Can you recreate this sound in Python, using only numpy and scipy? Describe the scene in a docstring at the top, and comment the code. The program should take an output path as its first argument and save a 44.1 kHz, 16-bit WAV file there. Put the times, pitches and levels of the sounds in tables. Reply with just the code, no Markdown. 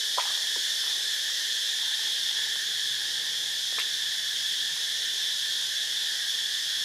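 """A chorus of cicadas drones in the trees around a shallow pool: clicking tymbals and hiss through resonances.
A monkey feeding at the edge pulls a stem from the water with a hollow plop and drips (ringing bubbles and
sprays of droplets), and later snaps it (bursts of band-passed noise, one for each breaking fibre).
Far off, a frog or bird gives a soft rolling trill of short damped tones.
Behind it all lie a faint low rush of air and a distant rumble, both shaped from noise."""
import sys
import numpy as np
from scipy import signal
from scipy.fft import rfft, irfft, next_fast_len
from scipy.io import wavfile
from scipy.ndimage import uniform_filter1d, map_coordinates

SR = 44100
rng = np.random.default_rng(int(sys.argv[2]) if len(sys.argv) > 2 else 0)


def master(y):
    """Save y as 16-bit WAV."""
    cut = np.clip(np.atleast_2d(y).T, -1, 1)
    pcm = np.round(cut * 32767)  # scale
    wavfile.write(sys.argv[1], SR, pcm.astype(np.int16))


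N = 301644  # length of the scene in samples
TOP_HZ = 15250  # upper band limit of the whole scene

# Body resonances of the insects, low and middle register.
# Each row: centre in Hz, width in Hz, relative level in dB.
DRONE_RESONANCES = [(1773, 177, 0.5), (1590, 133, -8), (2040, 280, -12.5)]
WHINE_RESONANCES = [(3436, 318, 1.5), (3197, 244, -6), (3770, 400, -7), (2400, 560, -24)]
# Tone colour of the rasp of the nearer cicadas. Each row: frequency in Hz, relative density in dB per Hz.
RASP_COLOUR = [(2500, -44), (3700, -6.5), (4350, -1), (4750, -3.5), (5350, 0), (5900, -5), (6850, -6.5),
               (7450, -12.5), (8400, -13.5), (9600, -12), (12000, -16.5), (15000, -23)]
# How hard each register sings, with one swell.
# Each holds: steady level in dB, swell in dB, time of the swell in seconds, its half length in seconds.
DRONE_EFFORT = (-40.85, 1.7, 2.5, 0.3)
WHINE_EFFORT = (-31.5, 1.24, 1.96, 0.4)
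RASP_EFFORT = (-34.0, 0.85, 0.5, 0.95)
EASE_S, EASE_LENGTH_S = 1.8, 1.2  # when the chorus eases off, and over how long


def cicadas():
    """Three registers of the chorus, each swelling and fluttering, and one thin, high insect that recedes."""
    drone_clicks = patchy(tymbals(220, hiss_share=0.64, count=8), depth_db=1.5)
    whine_clicks = patchy(tymbals(260, hiss_share=0.56, count=8), depth_db=1.23)
    rasp_clicks = patchy(tymbals(450, hiss_share=0.76, count=12), depth_db=1.38)
    drone = surround(drone_clicks, resonances(DRONE_RESONANCES))
    whine = surround(whine_clicks, resonances(WHINE_RESONANCES))
    rasp = surround(rasp_clicks, lambda hz: amp(along(RASP_COLOUR, hz)))

    # the thin insect is noise through one very narrow resonance, and rides on the level of the rasp
    thin = surround(rng.standard_normal((2, N)), resonances([(7690, 45, 0)]))
    thin_db = -22.5 - 4 * step(EASE_S, EASE_LENGTH_S)

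    drone_db = effort(*DRONE_EFFORT) + 0.28 * wobble(6.4)
    whine_db = effort(*WHINE_EFFORT) + 0.53 * wobble(30)
    rasp_db = effort(*RASP_EFFORT) + 0.2 * wobble(14)
    return amp(drone_db) * drone + amp(whine_db) * whine + amp(rasp_db) * (rasp + amp(thin_db) * thin)


def tymbals(click_hz, hiss_share, count):
    """Many insects click their tymbals, each at its own rate; a share of steady hiss is mixed in."""
    clicks = np.zeros((2, N))
    for insect in range(count):
        rate = click_hz * np.exp(.2 * rng.standard_normal() + .04 * wobble(25))
        cycles = np.cumsum(rate) / SR + rng.random()
        at = np.flatnonzero(np.diff(np.floor(cycles)))  # one click for each whole cycle
        clicks[insect % 2, at] += np.sign(rng.standard_normal(N)[at])
    hiss = rng.standard_normal((2, N))
    return np.sqrt(1 - hiss_share) * unit(clicks) + np.sqrt(hiss_share) * hiss


def patchy(pair, depth_db):
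    """Uneven grain: narrow strands of the sound swell and fade at random."""
    z = signal.stft(pair, nperseg=1024)[2]
    grain = rng.standard_normal(z.shape[1:])
    across_pitch = uniform_filter1d(grain, size=3, axis=0)
    field = uniform_filter1d(across_pitch, size=7, axis=1)  # smoothed along time as well
    return signal.istft(z * amp(depth_db * unit(field)), nperseg=1024)[1][:, :N]


LULL_SHARE, LULL_AFTER = 0.55, 3.2  # depth of the lull as a share of the swell, its delay in half lengths
EARLY_DB = 0.7  # the whole chorus starts this much louder


def effort(steady_db, swell_db, swell_s, half_length_s):
    """Level of one register in dB: a steady song with one smooth swell and a lull after it."""
    u = (np.arange(N) / SR - swell_s) / half_length_s
    swell = np.exp(-u ** 2) - LULL_SHARE * np.exp(-(u - LULL_AFTER) ** 2)
    early_db = EARLY_DB * (1 - step(EASE_S, EASE_LENGTH_S))
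    return steady_db + swell_db * swell + early_db


# Air pockets that ring in the water. Each row: start in seconds, pitch at the start in Hz, level in dB.
BUBBLES = [(.1745, 774, -27), (.1786, 554, -27), (.1832, 985, -13.5), (.186, 1220, -22),
           (0.1972, 910, -23.5), (.2524, 806, -33), (0.2753, 1220, -29), (.306, 1130, -33),
           (.5582, 950, -35.5), (.562, 450, -40), (1.298, 1245, -38), (4.7638, 1006, -42.5)]
# Water lifted by the hands and falling back.
# Each row: start in seconds, level at the start in dB, centre pitch in Hz, fade time in seconds.
SPLASHES = [(.178, -37, 874, 0.02), (.195, -36.5, 2360, .025), (.26, -50.5, 950, .16),
            (.558, -47.5, 390, .018), (.835, -51.5, 1000, 0.083), (2.557, -48, 1100, .008),
            (4.765, -60, 1200, 0.028)]
RING_CYCLES = 34  # every bubble falls by 60 dB within this many cycles of its starting pitch


def water():
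    """Hands in the shallows throw spray and trap bubbles, which climb in pitch near the surface."""
    pool = np.zeros(N)
    for s, hz, db in BUBBLES:
        bubble = ring(hz, RING_CYCLES / hz, rise=0.036, attack=.0007)
        add(pool, s, amp(db) * bubble)
    for s, db, hz, fade in SPLASHES:
        splash = spray(hz, fade, spread=0.27, cycles=10.6, count=70)
        add(pool, s, amp(db) * splash)
    return pool


def spray(centre_hz, fade, spread, cycles, count):
    """A burst of tiny ringing ticks or droplets that thins out and weakens, rms 1 at its start."""
    burst = np.zeros(SR)
    for delay, size, pitch in rng.standard_normal((count, 3)):
        hz = min(centre_hz * np.exp(spread * pitch), TOP_HZ)
        drop = ring(hz, cycles / hz, rise=0.36, attack=0.0001)
        add(burst, fade * abs(delay), amp(2.5 * size - 4.6 * abs(delay)) * drop)
    start = burst[:int(fade * SR)]
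    return burst / np.sqrt(np.mean(start ** 2) + 1e-20)


# The green stem tears.
# Each row: start in seconds, level in dB before the fibres vary it, length in seconds.
TEARS = [(3.7235, -28, .003), (3.7833, -20, .04)]
FIBRE_GAP_S, FIBRE_T60_S = .0035, 0.021  # basic spacing of the breaking fibres, and the decay of each
THICK_FIBRE_HZ, THIN_FIBRE_HZ, THINNING_S = 790, 2820, 0.0055  # thick fibres go first, thin ones last
THICK_SOFTER_DB = 6.5  # the thickest fibres give way with a softer crack
TEAR_FADE_DB_PER_S = 190
SKIN_HZ, SKIN_DB, SKIN_DELAY_S, SKIN_FADE_S = 10000, -19.5, .009, 0.0092  # fine crackle of the splitting skin


def stem(width):
    """Fibres break one after another, each a broad, dry crack, brighter as the tear runs on and fades."""
    t = np.arange(SR // 20) / SR
    cracks = np.zeros(N)
    for s, db, length in TEARS:
        for age in np.arange(0, length, FIBRE_GAP_S):
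            thick = np.exp(-age / THINNING_S)
            hz = THIN_FIBRE_HZ + (THICK_FIBRE_HZ - THIN_FIBRE_HZ) * thick
            edges_hz = [hz / (1 + width), min(hz * (1 + width), TOP_HZ)]
            band = signal.butter(2, edges_hz, "bandpass", fs=SR, output="sos")
            snap = rng.standard_normal(len(t)) * amp(-60 * t / FIBRE_T60_S)
            crack = signal.sosfilt(band, snap)
            crack_db = db - THICK_SOFTER_DB * thick - TEAR_FADE_DB_PER_S * age + 2 * rng.standard_normal()
            late_s = FIBRE_GAP_S * rng.uniform(0, 0.46)
            add(cracks, s + age + late_s, amp(crack_db) * crack / np.abs(crack).max())
        skin = spray(SKIN_HZ, SKIN_FADE_S, spread=.25, cycles=5, count=50)
        add(cracks, s + SKIN_DELAY_S, amp(db + SKIN_DB) * skin)
    return cracks


# Phrases of the far trill.
# Each row: start in seconds, length in seconds, level in dB before the swell shapes it.
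TRILL = [(1.75, .39, -34.5), (2.266, .23, -35.5)]
TRILL_SWELL_DB = 3  # each phrase swells this much from its ends to its middle


def trill(pitch_hz, upper_hz, pulse_hz, t60):
    """A far throat gives phrases of evenly spaced notes that sag in pitch, each with a weaker upper resonance."""
    call = np.zeros(N)
    for s, length, db in TRILL:
        for age in np.arange(0, length, 1 / pulse_hz):
            arch = np.sin(np.pi * age / length)
            waver = 1 + 0.017 * rng.standard_normal()
            low = ring(pitch_hz * waver, t60, rise=-.08, attack=0.0041)
            upper = ring(upper_hz * waver, t60, rise=-.02, attack=.004)
            note_db = db + TRILL_SWELL_DB * (arch - 1.5) + rng.standard_normal()
            add(call, s + age, amp(note_db) * (low + amp(-7) * upper))
    return call


# Tone colour of the air and far water. Each row: frequency in Hz, relative density in dB per Hz.
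AIR_COLOUR = [(25, -38), (100, -19), (200, -7.5), (330, -1), (460, 3.5), (560, 1), (700, -2), (870, 1),
              (1000, -1.5), (1130, -4.5), (1330, -8.5), (4000, -19)]
# Tone colour of the distant rumble. Each row: frequency in Hz, relative density in dB per Hz.
RUMBLE_COLOUR = [(20, -32), (50, -33), (90, -11), (140, -1), (200, -11), (280, -9), (420, -27)]
RUSH_DB = -54.5
# the far rumble swells once and then slowly recedes
RUMBLE_DB, RUMBLE_SWELL_DB, RUMBLE_SWELL_S, RUMBLE_SWELL_LENGTH_S = -70, 8.5, 2.0, .5
RUMBLE_FADE_DB_PER_S = 0.46


def air():
    """A faint rush of air and far water, noise that drifts only slightly, over a distant rumble."""
    grainy = patchy(rng.standard_normal((2, N)), depth_db=2.1)
    rush = surround(grainy, lambda hz: amp(along(AIR_COLOUR, hz)))
    rush_db = RUSH_DB + .6 * wobble(5)

    rumble = surround(rng.standard_normal((2, N)), lambda hz: amp(along(RUMBLE_COLOUR, hz)))
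    swell = step(RUMBLE_SWELL_S, RUMBLE_SWELL_LENGTH_S)
    since_s = np.arange(N) / SR - RUMBLE_SWELL_S
    swell_db = (RUMBLE_SWELL_DB - RUMBLE_FADE_DB_PER_S * since_s) * swell
    rumble_db = RUMBLE_DB + swell_db + .8 * wobble(6)
    lean_db = np.array([[.5], [-.5]])  # the rumble sits slightly to the left
    return amp(rush_db) * rush + amp(rumble_db + lean_db) * rumble


# Echo of banks and trees. Each row: frequency in Hz, time to fall by 60 dB in seconds.
BANKS_T60 = [(200, .3), (1000, 0.38), (10000, .15)]


def banks(x):
    """Stone banks and trees give a short diffuse answer: decaying noise, shorter in the bass and treble."""
    hz, t, z = signal.stft(rng.standard_normal((2, SR // 2)), SR, nperseg=256)
    decay = amp(-60 * t / along(BANKS_T60, hz)[:, None])
    tail = signal.istft(z * decay, SR, nperseg=256)[1]
    delayed = np.pad(x, (400, 0))  # in samples, about 9 ms
    return signal.fftconvolve(delayed[None], tail / np.linalg.norm(tail[0]), axes=1)[:, :N]


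# How alike left and right are. Each row: frequency in Hz, likeness from -1 (opposite) to 1 (identical).
LIKENESS = [(60, 0.86), (150, 0.47), (270, -0.22), (450, 0.15), (750, 0.13), (1200, 0.61), (1750, 0.93),
            (2400, 0.79), (3400, 0.97), (4200, 0.93), (5400, 0.95), (7000, 0.955), (9000, 0.7),
            (12000, 0.22), (15000, -.2)]


def surround(pair, colour):
    """Two unrelated signals become one coloured sound that arrives from all around, rms 1."""
    def mid_side_gains(hz):
        turn = np.arccos(np.clip(along(LIKENESS, hz), -1, 1)) / 2
        return colour(hz) * np.array([np.cos(turn), np.sin(turn)])

    mid, side = filtered(pair, mid_side_gains)
    return unit(np.array([mid + side, mid - side]))


def resonances(modes):
    """Gain of steep-sided resonances whose powers add."""
    def gain(hz):
        peaks = [amp(db) / (1 + ((hz - c) / w * np.sqrt(2)) ** 2) for c, w, db in modes]
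        return np.sqrt(sum(peak ** 2 for peak in peaks))

    return gain


def ring(hz, t60, rise, attack):
    """A short damped tone whose pitch glides as it fades."""
    t = np.arange(int(1.5 * t60 * SR) + 2) / SR
    phase = 2 * np.pi * hz * t * (1 + rise * t / t60)
    swing = np.sin(phase) * amp(-60 * t / t60) * (1 - np.exp(-t / attack))
    # only the change of volume radiates, so no bass escapes
    return np.gradient(swing) * SR / (2 * np.pi * hz)


def wobble(rate):
    """A smooth random curve, rate knots a second."""
    knots = rng.standard_normal(int(N * rate / SR) + 4)
    return map_coordinates(knots, [np.arange(N) * rate / SR])


def step(middle_s, length_s):
    """A smooth change from 0 to 1, one value per sample."""
    return .5 + .5 * np.tanh(2 * (np.arange(N) / SR - middle_s) / length_s)


def filtered(x, response):
    """x shaped by a gain that depends on frequency."""
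    m = next_fast_len(N + SR // 2)
    return irfft(rfft(x, m) * response(np.fft.rfftfreq(m, 1 / SR)), m)[..., :N]


def along(points, hz):
    """Read (Hz, value) points on a log frequency axis."""
    f, v = np.transpose(points)
    return np.interp(np.log(hz + 1), np.log(f + 1), v)


def amp(db):
    """Decibels to gain."""
    return 10 ** (np.asarray(db) / 20)


def unit(x):
    """x at rms 1."""
    return x / np.sqrt(np.mean(x ** 2) + 1e-20)


def add(track, s, sound):
    """Mix a sound into a track at time s in seconds."""
    part = track[max(round(s * SR), 0):][:len(sound)]
    part += sound[:len(part)]


# Stereo lean of the chorus. Each row: frequency in Hz, left minus right in dB.
CHORUS_LEAN = [(500, 0), (1400, -1.4), (3200, -0.7), (6000, -0.2), (9000, -1), (15000, -2.2)]


def scene():
    """The chorus all around and a little to the right, the monkey and the trill in the centre, air behind."""
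    sides = np.array([[.5], [-.5]])
    chorus = filtered(cicadas(), lambda hz: amp(along(CHORUS_LEAN, hz) * sides))
    far_call = trill(pitch_hz=912, upper_hz=1040, pulse_hz=24.95, t60=0.034)
    events = water() + stem(width=0.5) + far_call
    return chorus + events + amp(-12.0) * banks(events) + air()


def record(dry):
    """Thin the deep bass with a second-order slope and keep nothing above the band limit."""
    low_cut_hz = 48

    def response(hz):
        bass_cut = hz ** 2 / np.sqrt(hz ** 4 + low_cut_hz ** 4)
        return bass_cut * (hz < TOP_HZ)

    return filtered(dry, response)


dry = scene()
out = record(dry)
master(out)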